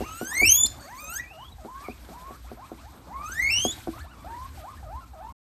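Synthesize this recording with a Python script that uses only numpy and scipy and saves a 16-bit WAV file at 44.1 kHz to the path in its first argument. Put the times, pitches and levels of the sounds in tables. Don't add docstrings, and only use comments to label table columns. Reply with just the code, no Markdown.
import sys
import numpy as np
from scipy import signal
from scipy.fft import rfft, irfft, next_fast_len
from scipy.io import wavfile
from scipy.ndimage import uniform_filter1d

SR = 44100
rng = np.random.default_rng(int(sys.argv[2]) if len(sys.argv) > 2 else 0)


def put_to_file(sound):
    columns = np.atleast_2d(sound).T
    safe = np.clip(columns, -1, 1)
    whole_steps = np.round(safe * 32767)
    wavfile.write(sys.argv[1], SR, whole_steps.astype(np.int16))


def rack_gain(trim_db):
    fader = np.asarray(trim_db, float)
    return 10 ** (fader / 20)


N = 246519
END_S, CUTOFF_HZ = 5.326, 14300

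# [level_hz, level_db_per_hz]
RUMBLE_SPECTRUM = [(15, -55.5), (26, -21), (41, -3), (59, 14), (118, -0.5), (151, -6), (178, -20),
                   (230, -10.5), (300, -14), (390, -42), (660, -120)]
MURMUR_SPECTRUM = [(88, -48.5), (150, -2), (311, -2), (418, -10.5), (554, -8), (653, -7), (930, -5.5),
                   (1290, -8), (1600, -22), (2500, -27), (3250, -55.5), (5500, -120)]
RUSTLE_SPECTRUM = [(880, -25.5), (1500, -2.5), (1970, -7), (2360, -6), (2720, -10), (3890, -7.5),
                   (5570, -11), (7180, -12), (8200, -9), (9990, -18.5), (12300, -10.5), (13600, -9),
                   (14300, -30)]
# [time_s, level_db]
RUSTLE_LEVEL = [(0.0, -57), (0.34, -58), (0.48, -55), (0.67, -60.5), (1.04, -64), (1.38, -67), (1.57, -66.5),
                (1.98, -62), (2.52, -65), (3.07, -65.5), (3.51, -57), (3.72, -55.5), (4.0, -60), (4.08, -69.5),
                (4.3, -63.5), (4.58, -61), (4.86, -66), (5.12, -69.5)]
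# [centre_s, length_s, over_rumble_db]
BOOMS = [
    (.02, 0.14, 8),
    (.45, 0.069, 16.5),
    (.7, 0.052, 8.5),
    (1.38, 0.23, 2.5),
    (1.95, .1, 4),
    (3.0, 0.086, 4.5),
    (3.5, 0.29, 9),
    (4.1, 0.3, 3),
    (4.6, 0.19, 6),
    (4.95, 0.14, 7),
]
MURMUR_DB, MURMUR_FOLLOWS = -53, .35
RUMBLE_DB, RUMBLE_FOLLOWS = -49, 0.1

# [start_s, peak_db, second_contact_db re the first, before level offsets]
KNOCKS = [(0.004, -16.5, 7), (0.211, -16.5, 3.5), (0.415, -19.5, 9), (0.634, -29.5, 8), (1.646, -27, 4.5),
          (1.883, -19.5, -1.5), (2.087, -33.5, 7), (2.306, -27.5, -4.5), (2.514, -23.5, 0),
          (2.715, -24.5, 0.5), (3.294, -34.5, -3), (3.649, -8, -4.5), (3.871, -17, 5.5)]
# [mode_hz, level_db, t60_s]
TRAY_MODES = [(246.8, -3.5, 0.079), (328.5, -0.5, 0.11), (416.6, 1, 0.05), (530, -0.5, .03),
              (672, -7.5, 0.062), (728, -0.5, .035), (900, -20.5, 0.021), (1150, -9, 0.03),
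              (1500, -11, 0.024)]

# [start_s, length_s, from_hz, to_hz,
# level_db]
THIN_GLIDES = [(1.749, 0.083, 1420, 1740, -57.5), (1.844, 0.039, 2462, 2170, -48),
               (1.885, 0.04, 2275, 2550, -49.5), (2.449, 0.072, 717, 1604, -56.5), (2.778, 0.049, 833, 1440, -53),
               (2.82, 0.04, 1425, 1760, -65), (3.935, 0.0495, 1055, 1334, -48.5), (3.981, 0.039, 1880, 4670, -57),
               (4.738, 0.053, 1104, 1880, -58), (5.012, 0.035, 1370, 1310, -50.5),
               (5.275, 0.036, 912, 1082, -44.5),
               (.004, 0.095, 2770, 2785, -53), (0.09, 0.047, 2760, 3000, -51.5), (0.545, 0.08, 988, 1106, -56),
            (.8, 0.086, 4401, 4568, -57), (.8, .06, 1353, 1895, -58), (1.028, 0.058, 575, 535, -56.5),
            (1.2, .04, 2320, 2580, -55), (2.477, 0.028, 1910, 2700, -65), (2.635, 0.027, 2150, 2570, -62.5),
            (2.78, .025, 2040, 2800, -65), (3.562, .06, 892, 1380, -55.5), (3.75, 0.028, 3500, 3510, -62),
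            (4.273, .08, 1150, 1950, -54), (4.72, 0.025, 1120, 1005, -53), (4.99, .03, 1077, 1120, -73)]
# [time_s, pitch_hz, level_db]
LONG_WHISTLE = [(1.24, 2279, -54), (1.3, 2500, -55), (1.312, 2605, -50), (1.37, 2920, -56),
                (1.419, 2945, -52), (1.492, 3395, -57), (1.505, 3877, -80), (1.529, 3970, -51.5),
                (1.545, 4033, -87)]
WARBLE = [
    (4.047, 656, -48),
    (4.078, 1136, -52.5),
    (4.12, 1487, -58),
    (4.153, 1147, -54),
    (4.166, 1095, -57),
    (4.243, 1193, -54),
]
WARBLE_OCTAVE_DB = -11
GLIDE_BEND, GLIDE_EDGE_DB, GLIDE_OCTAVE_DB = .55, -1.5, -21

# [time_s, pitch_hz before breaks, effort_db, fold_pressing_db, mouth_opening_db]
FIRST_SQUEAL = [(.025, 769, -39, -12, -26.5), (.056, 1231, -35.5, -20, -21), (.17, 1342, -39.5, -9, -6),
                (.305, 1659, -36, -8.5, -0.5), (.355, 2030, -27.5, -10.5, -9.5),
                (.448, 2351, -18, -12.5, -8), (.486, 2592, -16.5, -2.5, 0.5), (.578, 3048, -22.5, -5, 8),
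                (.661, 3170, -20.5, -4, -8)]
SECOND_SQUEAL = [(.81, 608, -58, 0, -3.5), (.85, 547, -48.5, 3, -15), (.93, 995, -38, -13, -28),
                 (.97, 1052, -39.5, -21, -14.5), (1.004, 1224, -43, -4.5, -4), (1.068, 1247, -45, 2, -4),
                 (1.124, 1387, -38, -0.5, -3), (1.176, 1658, -36.5, -6.5, -1.5),
                 (1.212, 1726, -35, -16.5, -24)]
THIRD_SQUEAL = [(3.075, 560, -49, -5.5, -20.5), (3.145, 1053, -31, -34.5, -52),
                (3.27, 1272, -34.5, -18, -14), (3.345, 1655, -35.5, -13, -7.5),
                (3.406, 2003, -28, -15, -14.5), (3.49, 2276, -24.5, -12.5, -23),
                (3.53, 2397, -17, -10.5, -24.5), (3.712, 3212, -23, -15.5, -23.5),
                (3.745, 3190, -37, -14, -25)]
# [time_s, pitch_hz, harmonic_1_db, harmonic_2_db, harmonic_3_db]
FLICK = [
    (.664, 4100, -32, -30, -40),
    (.667, 4550, -28, -28, -34),
    (.67, 4700, -36, -36, -42),
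]
# [time_s, jump_hz]
BREAKS = [
    (0.448, 219.5),
    (0.488, 169.3),
    (1.188, 213),
    (3.503, 301),
    (3.72, 331),
]
BREAK_S = 0.0052
# [overtone_hz, level_db]
THROAT = [(2000, -6), (3500, -40), (4500, -3), (5400, -31), (6300, 1.5), (7200, -11), (8300, -5),
          (9300, -17), (10300, -26), (11500, -22), (12500, -18.5), (13400, -2), (13900, 2), (14050, -49)]
SOFT_THROAT = [(1200, 3), (2000, -6), (2800, 4), (4500, 1)]
# [harmonic_hz, level_db]
MOUTH = [(600, -4), (1400, -7), (2350, 2.86), (3150, -13.5), (3550, -7), (4500, -8.5), (6200, 5),
         (10000, -5.2)]
THIRD_DB, THIRD_PRESS, THIRD_OPEN = -7, 0.71, 0.34
HALF_S, HALF_LENGTH_S, HALF_DB, HALF_HIGH_DB = 3.6, .075, -50, -41

# [rise_start_s, rise_s, top_hz, hold_s, level_db]
HOOKED_CHIRPS = [(1.104, 0.029, 852, 0.0044, -55), (1.369, 0.058, 1048, 0.0063, -44),
                 (1.643, 0.053, 1005, 0.16, -44.5), (4.634, .065, 1175, 0.0024, -41.5),
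                 (4.888, .088, 1055, 0.0071, -40), (5.194, .038, 870, 0.045, -41.5)]
# [start_s, rise_s, top_hz, hold_s, level_db]
PLAIN_CHIRPS = [(1.812, 0.031, 1036, 0.0027, -53), (2.117, 0.03, 939, 0.2, -47),
                (2.578, 0.052, 1042, 0.011, -45.5), (2.837, 0.041, 905, .005, -50.5),
                (3.967, .046, 1720, 0.0025, -46), (4.249, 0.04, 891, 0.17, -41)]
LOW_HZ, DIP_FROM_HZ, DIP_S, REST_S = 628.3, 820, .025, .03
# [start_db, bottom_db]
DIP_DB = (-4.5, -10)
CLIMB_HZ_PER_S, FLICK_S = 1100, 0.024
START_DB, TOP_DB, HELD_DB, END_DB = -3.5, 0, .1, -13.5
OCTAVE_DB, OCTAVE_FALL_DB = -10.5, -20
EAGER_FLICK, CALM_FLICK, CALM_FROM_S = 0.268, 0.052, 3

ROOM_T60_S, ROOM_DB, TRAY_ROOM_DB = 0.27, -15, -21
MASK_DB, MASK_FALL_DB, MASK_FLOOR_DB, MASK_TILT_DB = -26, -0.5, -25, 3.5


def rms_one(x):
    return x / np.sqrt(np.mean(x ** 2) + 1e-20)


def at_hz(points, hz):
    curve_hz, level_db = np.transpose(points)
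    return np.interp(np.log(hz), np.log(curve_hz), level_db)


def drift(rate_hz, size):
    r = np.exp(-2 * np.pi * rate_hz / SR)
    noise = rng.standard_normal(size + 3000)
    return rms_one(signal.lfilter([1], [1, -2 * r, r * r], noise)[3000:])


def coloured(spectrum, patchy_db, flicker):
    size = next_fast_len(N)
    hz = np.arange(size // 2 + 1) * SR / size + 1
    octave = np.log2(hz)
    white = rfft(rng.standard_normal(size)) * rack_gain(at_hz(spectrum, hz))
    coarse = N // 16 + 1
    together = drift(16 * flicker / 3, coarse)
    out = 0
    for centre in np.arange(np.log2(spectrum[0][0]), np.log2(spectrum[-1][0]) + .5, .5):
        part = irfft(white * np.clip(1 - 2 * abs(octave - centre), 0, 1), size)[:N]
        gain = rack_gain(patchy_db * (.7 * together + drift(16 * flicker, coarse)))
        out = out + part * np.interp(np.arange(N) / 16, np.arange(coarse), gain)
    return rms_one(out)


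def house_and_hay():
    t = np.arange(N) / SR
    rustle_db = np.interp(t, *np.transpose(RUSTLE_LEVEL))
    swing_db = rustle_db - rustle_db.mean()
    boom_db = sum(db * np.exp(-((t - s) / length) ** 2) for s, length, db in BOOMS)
    rumble_db = RUMBLE_DB + RUMBLE_FOLLOWS * swing_db + boom_db
    murmur_db = MURMUR_DB + MURMUR_FOLLOWS * swing_db
    rumble = rack_gain(rumble_db) * coloured(RUMBLE_SPECTRUM, patchy_db=3.0, flicker=10)
    murmur = rack_gain(murmur_db) * coloured(MURMUR_SPECTRUM, patchy_db=3.5, flicker=18)
    rustle = rack_gain(rustle_db + 7) * coloured(RUSTLE_SPECTRUM, patchy_db=1.96, flicker=25)
    return rumble + murmur + rustle


def ring(clicks, hz, t60):
    r, w = rack_gain(-60 / (t60 * SR)), 2 * np.pi * hz / SR
    return signal.lfilter([0, np.sin(w)], [1, -2 * r * np.cos(w), r * r], clicks + 1e-18)


def knocks():
    s, first_db, second_db = np.transpose(KNOCKS)
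    chance_db = 2.5 * rng.normal(0, 1, (len(s), 2 * len(TRAY_MODES)))
    out = 0
    for k, (hz, level_db, t60) in enumerate(TRAY_MODES):
        at = ((s + 0.00708 * (240 / hz) ** 2) * SR).astype(int)
        clicks = np.zeros(N)
        clicks[at] = rack_gain(first_db + level_db - 11.5 + chance_db[:, 2 * k])
        later_db = second_db - 3 * np.log2(hz / 300) + chance_db[:, 2 * k + 1]
        clicks[at + int(.008 * SR)] = rack_gain(first_db + level_db - 15.0 + later_db)
        out = out + ring(clicks, hz, t60) * (-1) ** k
    return signal.sosfilt(signal.butter(3, 1300, fs=SR, output="sos"), out)


def call(rows, throat, waver, flutter_db, fall_db, breath_db):
    s, pitch, *levels = np.transpose(rows)
    s = np.maximum.accumulate(s)
    t = np.arange(max(s[0] - .005, 0) * SR, (s[-1] + 0.0038) * SR).astype(int) / SR
    gate = np.clip(np.minimum((t - t[0]) / 0.0011, (t[-1] - t) / 0.0038), 0, 1) ** 2
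    hz = np.interp(t, s, pitch) * (1 + waver * drift(70, len(t)) + .004 * drift(22, len(t)))
    phase = 2 * np.pi * np.cumsum(hz) / SR
    levels = [uniform_filter1d(np.interp(t, s, c), size=250) for c in levels]
    top, voice = len(levels), 0
    for k in range(1, int(CUTOFF_HZ / hz.min()) + 1):
        db = levels[min(k, top) - 1] + flutter_db * k ** 0.2 * drift(54, len(t))
        if k >= top:
            db = db + at_hz(throat, k * hz) + fall_db * np.log2(k / top)
        audible = k * hz < SR / 2.2
        voice = voice + np.sqrt(2) * rack_gain(db) * audible * np.sin(k * phase + rng.uniform(0, 7))
    air = signal.lfilter([1, -.8], [1], rng.standard_normal(len(t))) * (1 + np.cos(phase))
    effort = np.sqrt(uniform_filter1d(voice ** 2, size=400) + 1e-18)
    out, at = np.zeros(N), round(t[0] * SR)
    out[at:at + len(t)] = gate * (voice + rack_gain(breath_db) * effort * air)
    return out


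def glide(s, length, from_hz, to_hz, db):
    middle_hz = from_hz + GLIDE_BEND * (to_hz - from_hz)
    return [(s, from_hz, db + GLIDE_EDGE_DB), (s + length / 2, middle_hz, db),
            (s + length, to_hz, db + GLIDE_EDGE_DB)]


def thin_calls():
    thin = [(glide(*row), GLIDE_OCTAVE_DB) for row in THIN_GLIDES]
    thin += [(LONG_WHISTLE, GLIDE_OCTAVE_DB), (WARBLE, WARBLE_OCTAVE_DB)]
    out = 0
    for rows, octave_db in thin:
        rows = [(s, hz, db, db + octave_db) for s, hz, db in rows]
        out = out + call(rows, SOFT_THROAT, waver=0.023, flutter_db=3.0, fall_db=-14, breath_db=-32.0)
    return out


def squeal(rows):
    s, *columns = np.transpose(rows)
    t = np.arange(s[0], s[-1], .002)
    hz, effort_db, press_db, open_db = [np.interp(t, s, c) for c in columns]
    hz = hz + sum(jump * np.clip(.5 + (t - at) / (2 * BREAK_S), 0, 1) for at, jump in BREAKS if at > s[0])
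    first_db = at_hz(MOUTH, hz)
    second_db = press_db + at_hz(MOUTH, 2 * hz)
    third_db = THIRD_DB + THIRD_PRESS * press_db + THIRD_OPEN * open_db + at_hz(MOUTH, 3 * hz)
    levels = effort_db + np.array([first_db, second_db, third_db, open_db])
    return np.transpose([t, hz, *levels])


def half_lines(rows):
    return [(s, hz / 2, -90, -90, HALF_DB, HALF_HIGH_DB)
            for s, hz, *_ in rows if 0 < s - HALF_S < HALF_LENGTH_S]


def squeals():
    third = squeal(THIRD_SQUEAL)
    out = call(squeal(FIRST_SQUEAL), THROAT, waver=.002, flutter_db=3.0, fall_db=-0.5, breath_db=-43.0)
    out += call(FLICK, SOFT_THROAT, waver=.05, flutter_db=4, fall_db=-3, breath_db=-10)
    out += call(squeal(SECOND_SQUEAL), THROAT, waver=0.0037, flutter_db=3, fall_db=1.0, breath_db=-32)
    out += call(third, THROAT, waver=.011, flutter_db=2.8, fall_db=-2.5, breath_db=-37)
    out += call(half_lines(third), THROAT, waver=.005, flutter_db=-5.5, fall_db=-5, breath_db=-38)
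    return out


def chirp(s, rise, hz, hold, db, hooked):
    flick = EAGER_FLICK if s < CALM_FROM_S else CALM_FLICK
    last = hz + CLIMB_HZ_PER_S * hold
    rows = [(s, LOW_HZ, START_DB), (s + rise, hz, TOP_DB), (s + rise + hold, last, HELD_DB),
            (s + rise + hold + FLICK_S, last * (1 + flick), END_DB)]
    if hooked:
        rows = [(s - REST_S - DIP_S, DIP_FROM_HZ, DIP_DB[0]), (s - REST_S, LOW_HZ, DIP_DB[1])] + rows
    return [(t, f, db + d, db + d + OCTAVE_DB + OCTAVE_FALL_DB * np.log2(f / LOW_HZ)) for t, f, d in rows]


def chirps():
    rows = [chirp(*row, True) for row in HOOKED_CHIRPS] + [chirp(*row, False) for row in PLAIN_CHIRPS]
    return sum(call(r, SOFT_THROAT, waver=0.012, flutter_db=1.5, fall_db=-22, breath_db=-36) for r in rows)


def room(x):
    t = np.arange(int(.6 * SR)) / SR
    noise = rng.standard_normal(len(t)) * (t > .003)
    dull = signal.lfilter([.3], [1, -.7], noise)
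    bright = 0.09 * (noise - dull)
    tail = dull * rack_gain(-60 * t / ROOM_T60_S) + bright * rack_gain(-60 * t / (0.58 * ROOM_T60_S))
    return signal.fftconvolve(x, tail / np.sqrt(np.sum(tail ** 2)))[:N]


def scene():
    paws = knocks()
    voices = thin_calls() + squeals() + chirps()
    reflections = room(rack_gain(ROOM_DB) * voices + rack_gain(TRAY_ROOM_DB) * paws)
    return (voices + paws + reflections + house_and_hay())[None]


def masked(x):
    z = signal.stft(x, nperseg=1024, noverlap=768)[2]
    bands = uniform_filter1d(uniform_filter1d(abs(z) ** 2, size=9, axis=1), size=3, axis=2)
    pole = rack_gain(2 * min(MASK_FALL_DB, -.05))
    shadow = signal.lfilter([1 - pole], [1, -pole], bands, axis=1)
    margin_db = 10 * np.log10(bands / (shadow + 1e-20) + 1e-20) - MASK_DB
    margin_db = margin_db - MASK_TILT_DB * np.log2(np.arange(1, 514) / 110)[:, None]
    keep = rack_gain(MASK_FLOOR_DB * np.clip(.5 - margin_db / 2, 0, 1))
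    return signal.istft(z * keep, nperseg=1024, noverlap=768)[1][:, :N]


def band_limit(x):
    return signal.sosfilt(signal.butter(12, 15030, fs=SR, output="sos"), x)


def record(dry):
    cut = signal.sosfilt(signal.cheby2(14, 70, CUTOFF_HZ * 1.015, fs=SR, output="sos"), dry)
    stop = np.clip((END_S - np.arange(N) / SR) / 0.0036, 0, 1)
    return band_limit(masked(cut) * stop)


dry = scene()
out = record(dry)
put_to_file(out)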